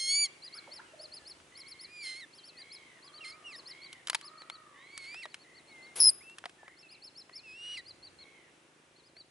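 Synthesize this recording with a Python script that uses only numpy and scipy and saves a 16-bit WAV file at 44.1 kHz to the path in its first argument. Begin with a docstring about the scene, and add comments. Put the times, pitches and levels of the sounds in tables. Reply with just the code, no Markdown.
"""A calm lake, heard from the bank, with coots calling. A chick peeps in short pitch arches, young birds
give wavering cries that crack to half their pitch, and one bird gives a loud, fluttering squeak.
Rasps, trills and yelps come from farther off and echo from the banks. Dry clicks sound close by,
and a camera's mechanism ticks faintly under the wash of open air."""
import sys
import numpy as np
from scipy import signal
from scipy.fft import rfft, irfft
from scipy.io import wavfile
from scipy.ndimage import uniform_filter1d

SR = 44100
rng = np.random.default_rng(int(sys.argv[2]) if len(sys.argv) > 2 else 0)


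def log_audio(samples):
    """Write samples as a 16-bit WAV file to the path given in sys.argv[1]."""
    # one column per channel
    frames = np.atleast_2d(samples).T
    # limit to full scale, then quantise
    limited = np.clip(frames, -1, 1)
    pcm = np.round(limited * 32767).astype(np.int16)
    wavfile.write(sys.argv[1], SR, pcm)


N = 410130

# air spectrum: freq_hz, gain_db
AIR_SPECTRUM = [(25, -55.5), (45, -33), (75, -10.5), (150, -17.5), (230, -13), (330, -6.5), (520, -10.5),
                (1000, -12), (2700, -13), (3600, -17), (4500, -21), (9800, -22), (11500, -29.5)]
# left-right likeness of the air: freq_hz, coherence
AIR_COHERENCE = [(60, 0.7), (170, 0.94), (490, 0.67), (1390, 0.15), (3980, 0.46), (11400, 0.5)]
# drift of the air's low mids, used about its median: time_s, level_db
AIR_MID_DRIFT = [(0.3, -68.5), (1.25, -68.5), (1.58, -70), (3.38, -69), (3.58, -67.5), (4.34, -70.5),
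                 (5.64, -69), (5.79, -67), (6.77, -70.5), (7.87, -69.5), (8.09, -68.5), (9.3, -71.5)]
# rumble swells: centre_s, half_width_s, gain_db
RUMBLE_SWELLS = [(1.452, 0.49, 6.5), (5.05, .2, 3.5), (6.15, .2, 5), (7.805, 0.39, 7)]
# camera case modes: freq_hz, gain_db, t60_s
CASE_MODES = [(159, -17, 0.21), (361.7, 1.5, 0.028), (517, -5.5, 0.036)]
# bank echo decay: freq_hz, t60_s
BANK_DECAY = [(300, .7), (2000, .7), (5000, .55), (10000, .45)]
# far rasps: start_s, length_s, top_hz, level_db, top_fraction
RASP_CALLS = [(0.449, 0.36, 2280, -62.5, 0.42), (1.511, 0.4, 2214, -62.5, 0.32),
              (2.576, 0.44, 2240, -61.5, 0.24), (3.033, 0.63, 1268, -64.5, 0.37),
              (3.672, 0.35, 2244, -59, 0.4), (4.21, .64, 1290, -61, .33), (4.733, 0.47, 2240, -62, 0.38),
              (8.19, 0.32, 2220, -65, 0.08)]
# far yelps: start_s, length_s, first_hz, last_hz, level_db
YELP_CALLS = [(0.546, 0.046, 1200, 1700, -58), (.672, 0.011, 930, 700, -55), (.678, 0.022, 538, 640, -56.5),
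              (0.785, 0.028, 883, 932, -57), (0.792, 0.0166, 1150, 1750, -51), (0.932, 0.02, 540, 730, -55),
              (0.992, 0.021, 577, 677, -52)]
# far whistles: start_s, length_s, first_hz, last_hz, level_db, trill_depth_hz
WHISTLE_CALLS = [(.083, 0.15, 2930, 2790, -55.5, 0), (.305, 0.036, 3150, 3700, -68, 0),
                 (0.849, 0.079, 3000, 2700, -69, 0), (1.19, 0.062, 1780, 1690, -69, 0),
                 (2.378, 0.064, 3200, 3100, -63.5, -2), (2.497, .095, 2690, 2450, -67.5, 0),
                 (2.544, 0.079, 2060, 1720, -65, 0), (3.074, 0.041, 3430, 3120, -64, 4),
                 (3.17, .05, 3100, 3180, -64, 0), (5.442, .17, 1960, 2044, -63.5, 111),
                 (6.582, 0.079, 1804, 1707, -63, 0), (6.656, 0.097, 1874, 2090, -62, 150),
                 (6.826, 0.055, 2710, 2565, -60, 0), (6.9, 0.091, 2630, 2430, -63, 257),
                 (7.31, 0.11, 1870, 2584, -65, 0)]
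# dry clicks: start_s, relative_db, tilt_db_per_octave
CLICK_HITS = [(1.401, -50, -1), (3.929, -37, 4), (4.072, -27.5, 5), (4.083, -33.5, 2.5), (4.098, -19, 3),
              (4.131, -30, 0), (4.147, -19.5, 4), (4.15, -21, 2.5), (4.212, -39.5, 4), (4.419, -41, -3),
              (4.499, -30, -1.5), (4.977, -31.5, 6), (5.144, -37, -1.5), (5.255, -33.5, -3.5),
              (5.343, -31.5, 2), (6.298, -48.5, 4), (6.384, -36.5, 3), (6.44, -33, -7.5),
              (6.456, -30, -2.5), (6.495, -46.5, 3), (6.631, -43, -19), (6.68, -39.5, -4), (7.295, -45, -8),
              (9.167, -48, -2)]
# click spectrum: freq_hz, gain_db
CLICK_SPECTRUM = [(120, -58.5), (200, -21), (845, -3), (1410, 0), (2040, 2.5), (2770, -3.5), (3340, -1),
                  (3630, -7), (3890, -6.5), (5360, -9), (6800, -15), (10600, -16), (11500, -31),
                  (15000, -50.5), (22000, -120)]
# hollow rings: start_s, pitch_hz, level_db, t60_s
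PLOP_RINGS = [(4.101, 1020, -38, 0.05), (4.148, 908, -25, 0.031), (5.258, 604, -43, 0.037),
              (6.457, 707, -35, 0.04)]
# chick peeps: centre_s, top_hz, base_db
PEEP_CALLS = [(0.04, 5480, -50.5), (.162, 5200, -48), (.454, 4950, -50), (.562, 5280, -48.5),
              (.751, 5430, -49.5), (1.028, 5280, -50), (1.153, 5170, -49), (1.292, 5390, -50),
              (1.59, 5420, -52), (1.7, 5420, -51), (1.827, 5330, -50.5), (2.044, 5360, -50),
              (2.366, 5420, -58), (2.47, 5400, -56), (2.6, 4810, -52), (2.741, 5170, -51.5),
              (3.056, 5020, -57), (3.164, 4670, -55), (3.296, 5240, -53), (3.574, 5300, -52),
              (3.693, 5360, -49.5), (3.847, 4630, -53), (4.143, 5200, -57), (4.261, 5190, -53),
              (4.404, 4560, -54.5), (4.539, 4540, -55.5), (5.309, 4580, -66.5), (5.421, 4460, -63.5),
              (5.573, 4520, -62), (5.701, 4450, -63), (5.847, 4440, -62.5), (6.805, 5390, -64.5),
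              (6.924, 5130, -57.5), (7.055, 5330, -55), (7.19, 5400, -55), (7.366, 5370, -54),
              (7.778, 4870, -54), (7.888, 4910, -53.5), (8.055, 4670, -52.5), (8.214, 4380, -55.5),
              (8.984, 4440, -66), (9.068, 5030, -69), (9.193, 4720, -57.5)]
# chick's tone as it turns: time_s, top_gain_db, octave_gain_db
PEEP_TONE = [(.75, -6.5, -15.5), (1.8, -4, -10), (3.6, -5.5, -18), (4.3, 3, -14.5), (7.4, 6, -16.5),
             (9.2, -1, -16.5)]
# one curve per cry, points: time_s, pitch_hz, effort_db
CRY_CURVES = [
    [(-.15, 2090, -48.5), (.07, 2140, -46), (.1, 2195, -40.5), (.21, 2330, -38.5), (.24, 2290, -38),
     (.258, 2160, -45.5), (.278, 1995, -58.5)],
    [(1.83, 2090, -55.5), (1.88, 2394, -65), (1.93, 2464, -54.5), (2.023, 2355, -47), (2.05, 2105, -46),
     (2.09, 2086, -45), (2.15, 2077, -48.5), (2.195, 2215, -51.5), (2.252, 1720, -51.5)],
    [(3.205, 2830, -46), (3.235, 2680, -51), (3.248, 2090, -47), (3.31, 2140, -54), (3.36, 2450, -61)],
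    [(3.44, 2880, -55), (3.47, 2840, -45), (3.51, 2600, -52.5), (3.535, 2045, -53), (3.565, 1800, -51)],
    [(4.75, 1688, -59), (4.89, 2110, -63), (4.94, 2290, -54.5), (5.05, 2136, -49.5), (5.14, 2410, -48),
     (5.18, 2720, -47.5), (5.217, 2700, -49.5), (5.237, 2010, -47.5), (5.265, 1830, -49)],
    [(5.675, 2346, -63), (5.72, 2177, -55.5), (5.81, 2043, -55.5), (5.88, 2126, -56), (5.94, 2110, -63)],
    [(6.205, 1940, -54), (6.235, 2612, -61.5), (6.29, 2693, -52), (6.35, 2770, -61)],
    [(7.43, 2770, -56.5), (7.48, 2560, -51.5), (7.52, 2527, -51), (7.57, 2744, -52.5), (7.64, 2867, -45.5),
     (7.745, 2925, -42), (7.768, 2720, -48), (7.777, 2060, -42.5), (7.81, 1873, -53.5)],
]
# one row per cry: overtone_gain_db, half_pitch_gain_db, hoarseness, hiss_gain_db, left_db
CRY_MANNERS = [(13, 12, 0.23, -30.5, -1.2), (1.5, -2.5, 0.45, -16.5, -2.5), (2, -4.5, .25, -13, -3),
               (3.5, -5, .8, -24, -1.5), (-1.5, -11, 0.9, -10, -2.5), (-25, -20, 0.4, -26, 1),
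               (-22, -16, 0.13, -28, 1), (0, -14, 0.45, -10, -1.2)]
# spectra of a cry's overtones, half-pitch tones and breath: freq_hz, gain_db
OVERTONE_SPECTRUM = [(3500, 0.5), (4500, -2.5), (5700, -15.5), (6800, -10.5), (8000, -16.5), (9200, -16.5),
                     (10300, -17), (11500, -55)]
HALF_PITCH_SPECTRUM = [(2200, 8), (3200, -5.5), (5400, -7), (7600, -13), (9800, -4.5), (11000, 2)]
BREATH_SPECTRUM = [(600, -25.5), (1500, 3), (2300, 4), (4600, 4.5), (6500, -12.5), (8000, -0.5),
                   (9500, -5.5), (11200, -12.5)]
# throat noise of the squeak: freq_hz, gain_db
THROAT_SPECTRUM = [(150, -11), (550, 1.5), (1500, -4), (3000, -1), (4800, -1), (7500, -7), (9000, -3),
                   (10500, 11.5), (11800, -0.5)]


def amp(db):
    """dB to gain."""
    return 10 ** (np.asarray(db) / 20)


def unit(x):
    """Scale to rms 1."""
    return x / np.sqrt(np.mean(x ** 2) + 1e-20)


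def read(points, hz):
    """Interpolate on a log-frequency axis."""
    f, value = np.transpose(points)
    return np.interp(np.log(hz + 1), np.log(f + 1), value)


def add(mix, start_s, sound):
    """Mix in a sound; start_s may be negative."""
    at = round(start_s * SR)
    sound = sound[max(-at, 0):]
    part = mix[max(at, 0):][:len(sound)]
    part += sound[:len(part)]


def angle(hz):
    """Running phase, rad."""
    return 2 * np.pi * np.cumsum(hz) / SR


def wander(t, cutoff_hz):
    """Low-passed noise over t, rms about 1."""
    size = len(t) + 4096
    lowpass = np.exp(-(np.fft.rfftfreq(size, 1 / SR) / cutoff_hz) ** 2)
    return unit(irfft(rfft(rng.standard_normal(size)) * lowpass))[:len(t)]


def fade(t, edge_s):
    """Sine-squared edges."""
    return np.sin(np.pi / 2 * np.clip(np.minimum(t - t[0], t[-1] - t) / edge_s, 0, 1)) ** 2


def colour(x, points):
    """Filter by points of freq_hz, gain_db."""
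    return irfft(rfft(x) * amp(read(points, np.fft.rfftfreq(x.shape[-1], 1 / SR))), x.shape[-1])


def place(x, left_db):
    """Pan by left-over-right level."""
    return x * amp([[left_db / 2], [-left_db / 2]])


def widen(x, side_db):
    """Off-axis sound reaches the two microphone ports out of step in the mid band."""
    band = [(300, -16.5), (1000, -6), (2200, -5.5), (4500, -5), (10000, -21)]
    side = amp(side_db) * colour(signal.hilbert(x).imag, band)
    return np.array([side, -side])


def air(level_db=-61.5, hiss_db_per_s=-0.5):
    """Distant wash of the lake: rumble swells, mids drift, hiss sinks."""
    hz, t = np.fft.rfftfreq(2048, 1 / SR)[:, None], np.arange(N // 512 + 5) * 512 / SR
    a, b, c, d, patches = rng.standard_normal((len(t), len(hz), 5)).T
    coherence = read(AIR_COHERENCE, hz)
    left = a + 1j * b
    right = coherence * left + np.sqrt(1 - coherence ** 2) * (c + 1j * d)
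    times_s, levels_db = np.transpose(AIR_MID_DRIFT)
    mid_db = np.interp(t, times_s, levels_db - np.median(levels_db))
    rumble_db = sum(db * np.exp(-((t - at_s) / half_s) ** 2) for at_s, half_s, db in RUMBLE_SWELLS)
    hiss_db = hiss_db_per_s * (t - t.mean())
    low, high = read([(90, 1), (160, .04)], hz), read([(700, .089), (4000, 1)], hz)
    drift_db = low * rumble_db + (2 - low - high) * mid_db + high * hiss_db
    patch_db = 1.1 * unit(uniform_filter1d(uniform_filter1d(patches, 5, 0), 24, 1))
    spectra = np.array([left, right]) * amp(read(AIR_SPECTRUM, hz) + drift_db + patch_db)
    return amp(level_db) * unit(signal.istft(spectra, nperseg=2048, noverlap=1536)[1][:, :N])


def camera_ticks(level_db=-71, rate_hz=26.92):
    """A small mechanism ticks evenly and rings the case."""
    age_s = (np.arange(N) / SR + .00391) % (1 / rate_hz)
    ring = sum(np.sin(2 * np.pi * hz * age_s) * amp(db - 60 * age_s / t60_s)
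               for hz, db, t60_s in CASE_MODES)
    return amp(level_db) * unit(colour(ring, [(50, -45), (130, 3), (600, -2.5), (1500, -14)]))


def bank_echo(x):
    """Scattered echoes from the banks; treble dies first."""
    taps = rng.standard_normal((2, SR)) * (rng.random((2, SR)) < .06) * (np.arange(SR) > 500)
    hz, t, spectra = signal.stft(taps, SR, nperseg=256)
    tail = signal.istft(spectra * amp(-60 * t / read(BANK_DECAY, hz)[:, None]), SR, nperseg=256)[1]
    return signal.fftconvolve(x[None], tail / np.linalg.norm(tail[0]), axes=1)[:, :N]


def rasps(pulse_hz=68, lower_db=-15, upper_db=-10, skirt_db=-9, sag=.2, jitter=.028):
    """A rattling nasal tone rises and sinks in a skirt of hoarse noise."""
    out = np.zeros(N)
    for start_s, length_s, top_hz, db, top_fraction in RASP_CALLS:
        t = np.arange(0, length_s, 1 / SR)
        off_top = ((t / length_s - top_fraction) / (1 - top_fraction)) ** 2
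        scoop = np.exp(-t / (.3 * top_fraction * length_s))
        phase = angle(top_hz * (1 - sag * (off_top + scoop / 2) + jitter * wander(t, 440)))
        pulses = .5 + np.cos(angle(pulse_hz * (1 + .18 * wander(t, 40))) / 2) ** 2
        upper = np.sin(1.48 * phase) + .6 * np.sin(1.82 * phase)
        skirt = amp(skirt_db) * wander(t, 260) * np.cos(phase)
        tone = np.sin(phase) + skirt + amp(upper_db) * upper + amp(lower_db) * np.sin(phase / 2)
        envelope = amp(-7 * off_top + 2 * wander(t, 160)) * fade(t, .012)
        add(out, start_s, amp(db) * unit(tone * pulses * envelope))
    return out


def yelps(jitter=.071):
    """Short slurred notes from across the water."""
    out = np.zeros(N)
    for start_s, length_s, first_hz, last_hz, db in YELP_CALLS:
        t = np.arange(0, length_s, 1 / SR)
        phase = angle(np.linspace(first_hz, last_hz, len(t)) * (1 + jitter * wander(t, 450)))
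        add(out, start_s, amp(db) * unit(np.sin(phase) * fade(t, .0053)))
    return out


def whistles(trill_hz=41):
    """Thin far glides, some trilled."""
    out = np.zeros(N)
    for start_s, length_s, first_hz, last_hz, db, depth_hz in WHISTLE_CALLS:
        t = np.arange(0, length_s, 1 / SR)
        glide_hz = first_hz + (last_hz - first_hz) * t / length_s
        hz = glide_hz - depth_hz * np.cos(2 * np.pi * trill_hz * t) + 15 * wander(t, 200)
        add(out, start_s, np.sqrt(2) * amp(db) * np.sin(angle(hz)) * fade(t, .0044))
    return out


def clicks(gain_db=-6, t60_s=.02, tail_db=-34, tail_t60_s=.059, low_cut_hz=440):
    """Light cracks of fast-decaying noise, bright or dull, without bass."""
    out, t = np.zeros(N), np.arange(4096) / SR
    for start_s, db, tilt_db_per_octave in CLICK_HITS:
        tilt = [(hz, tilt_db_per_octave * np.log2(hz / 1000)) for hz in (700, 10000)]
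        noise = colour(colour(rng.standard_normal(len(t)), CLICK_SPECTRUM), tilt)
        decay = amp(-60 * t / t60_s) + amp(tail_db - 60 * t / tail_t60_s)
        crack = noise * decay * fade(t, .0003)
        add(out, start_s, amp(db + gain_db) * crack / np.std(crack[:100]))
    return signal.sosfilt(signal.butter(3, low_cut_hz, "high", fs=SR, output="sos"), out)


def plops():
    """Hollow ring under some heavier clicks."""
    out, t = np.zeros(N), np.arange(4096) / SR
    for start_s, hz, db, t60_s in PLOP_RINGS:
        add(out, start_s, amp(db - 60 * t / t60_s) * np.sin(2 * np.pi * hz * t) * fade(t, .001668))
    return out


def chick_peeps(base_hz=3953, flat_half_s=.017, half_s_per_hz=5.5e-6, span=1.773):
    """Pitch arches over one base note; high peeps last longer, low ones start near their top."""
    out = np.zeros(N)
    times_s, tops_db, octaves_db = np.transpose(PEEP_TONE)
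    for centre_s, top_hz, db in PEEP_CALLS:
        rise_hz = top_hz - base_hz
        half_s = flat_half_s + half_s_per_hz * rise_hz
        t = np.arange(-span * half_s, span * half_s, 1 / SR)
        arch = 1 / (1 + abs(t / (.8 * half_s)) ** rng.uniform(2.6, 3.9))
        slant = np.interp(top_hz, [4400, 5000], [.35, .06])
        hz = base_hz + rise_hz * (arch - (1 - arch) * (.036 + slant * t / half_s))
        phase = angle(hz * (1 + .005 * wander(t, 300) + .006 * wander(t, 50.43)))
        top_db = np.interp(centre_s, times_s, tops_db) * np.exp(-((hz - 5450) / 300) ** 2)
        fundamental = amp(top_db + 2.5 * wander(t, 120)) * np.sin(phase)
        colour_db = read([(4200, -16), (4700, -2), (5200, 8), (5550, -5.5)], hz)
        octave = amp(np.interp(centre_s, times_s, octaves_db) + colour_db) * np.sin(2 * phase)
        envelope = np.sqrt(2) * amp(db + .8 * t / half_s) * fade(t, .017)
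        add(out, centre_s + t[0], envelope * (fundamental + octave))
    return out


def cries(break_hz=2123, break_width_hz=139, bill_open_s=.024, bill_close_s=.0057):
    """A whistle with overtones; forced near its break, alternate cycles differ and it turns hoarse."""
    out = np.zeros((2, N))
    for curve, (bright_db, crack_db, hoarseness, hiss_db, left_db) in zip(CRY_CURVES, CRY_MANNERS):
        times_s, *columns = np.transpose(curve)
        t = np.arange(times_s[0], times_s[-1], 1 / SR)
        hz, effort_db = (uniform_filter1d(np.interp(t, times_s, c), 300) for c in columns)
        ease_db = effort_db - effort_db.max()
        # effort brightens the overtones; the shut bill muffles them
        shut = np.exp((t[0] - t) / bill_open_s) + np.exp((t - t[-1]) / bill_close_s)
        overtone_db = effort_db + bright_db + .22 * ease_db - 20 * shut
        upper_db = .71 * (overtone_db - effort_db - 7.5)
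        clear = 1 - np.exp(-((hz - break_hz) / break_width_hz) ** 2)
        half_pitch_db = effort_db + crack_db + .72 * ease_db - 32.5 * clear
        forced = np.clip(.36 + 2 * amp(half_pitch_db - np.maximum(effort_db, overtone_db)), 0, 1)
        hoarse = hoarseness * forced
        waver = .0023 * wander(t, 120) + .003 * hoarseness * wander(t, 40)
        phase = angle(hz * (1 + waver + .02 * hoarse * wander(t, 617.7)))
        slip_rad = 2 * hoarse * wander(t, 166)  # cycles alternate only loosely
        overtones = sum(amp(read(OVERTONE_SPECTRUM, k * hz) + (k > 2) * upper_db) * np.sin(k * phase)
                        for k in range(2, 6))
        half_tones = sum(amp(read(HALF_PITCH_SPECTRUM, k * hz)) * np.sin(k * phase + slip_rad)
                         for k in (1.5, 2.5, 3.5, 4.5))
        voice = amp(effort_db) * np.sin(phase) + amp(overtone_db) * overtones
        voice += amp(half_pitch_db) * half_tones
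        voice *= np.sqrt(2) * amp(1.8 * hoarse * wander(t, 230))
        breath = unit(colour(rng.standard_normal(len(t)), BREATH_SPECTRUM))
        breath *= forced * amp(hiss_db) * (amp(effort_db) + amp(overtone_db))
        attack_s = np.interp(effort_db[0], [-66, -54], [.04, .003])  # soft cries creep in
        envelope = (1 - np.exp(-(t - t[0]) / attack_s)) * fade(t, .0032)
        for ear, sound in zip(out, place((voice + breath) * envelope, left_db)):
            add(ear, t[0], sound)
    return out


def squeak(start_s=5.9945, pitch_hz=5087, level_db=-18, hold_s=.098, drop_s=.016, flutter_hz=159.9,
           settle_s=.068, strain_s=.045, drop_hz_per_s=69600, drop_db_per_s=1796.5, throat_lead_s=.0405):
    """A hoarse start, then a loud note: it lands from above, its flutter slows and fades, it drops."""
    out = np.zeros(N)
    t = np.arange(0, hold_s + drop_s, 1 / SR)
    unsettled = 1 / (1 + (t / settle_s) ** 6)
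    strain = 1 / (1 + (t / strain_s) ** 6)  # under strain the octave leads
    late_s = np.maximum(t - hold_s, 0)
    scoop_hz = 693.5 * np.exp(-t / .0084)
    hz = pitch_hz * (1 + .004 * wander(t, 70)) + scoop_hz - drop_hz_per_s * late_s
    flutter_rad = angle(flutter_hz * unsettled)
    gate = 1 - unsettled * (.5 + .5 * np.tanh(2.5 * np.cos(flutter_rad) - .6))
    jitter = .005 * (.2 + 2 * unsettled) * wander(t, 1200)
    phase = angle(hz * (1 + .018 * unsettled * np.sin(flutter_rad) + jitter))
    fundamental = amp(-5.5 * strain - drop_db_per_s * late_s) * np.sin(phase)
    octave = amp(.5 * strain - 5.5 * (1 - strain) + 1.8 * wander(t, 497.6)) * np.sin(2 * phase)
    envelope = np.sqrt(2) * amp(level_db) * np.minimum(t / .0099, 1) * fade(t, .01)
    add(out, start_s, envelope * gate * (fundamental + octave))
    # throat noise: starts first, weaker under the note
    t = np.arange(0, .18, 1 / SR)
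    voiced_s = t - throat_lead_s
    throat_db = -37 - 7.5 * np.clip(voiced_s / .02, 0, 1) - 448.5 * np.maximum(voiced_s - hold_s, 0)
    throat = colour(rng.standard_normal(len(t)), THROAT_SPECTRUM)
    throat *= 1 + .14 * np.sin(2 * np.pi * 230 * t)
    add(out, start_s - throat_lead_s, amp(throat_db) * unit(throat) * fade(t, .009))
    return out


def scene():
    """Near birds almost dry, far ones with bank echo, over air and ticks."""
    cry, peep, note = cries(), chick_peeps(), squeak()
    click, whistle, far = clicks() + plops(), whistles(), rasps() + yelps()
    cry_mono = cry.mean(0)
    direct = cry + place(peep, 1.3) + place(note, 2.7) + whistle + place(click, 1.2) + place(far, -1)
    side = widen(click, 1) + widen(far + whistle, -22) + widen(cry_mono, -9)
    send = colour(cry_mono, [(2200, -17.5), (4400, -31.5)]) + colour(note, [(5200, -33), (10000, -22)])
    send += amp(-17) * peep + amp(-24) * click + amp(-7.5) * whistle + amp(-4.5) * far
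    return direct + side + bank_echo(send) + air() + camera_ticks()


def record(dry, cutoff_hz=11300):
    """Steep low-pass band limit."""
    return signal.oaconvolve(dry, signal.firwin(301, cutoff_hz, window=("kaiser", 7), fs=SR)[None], "same")


dry = scene()
out = record(dry)
log_audio(out)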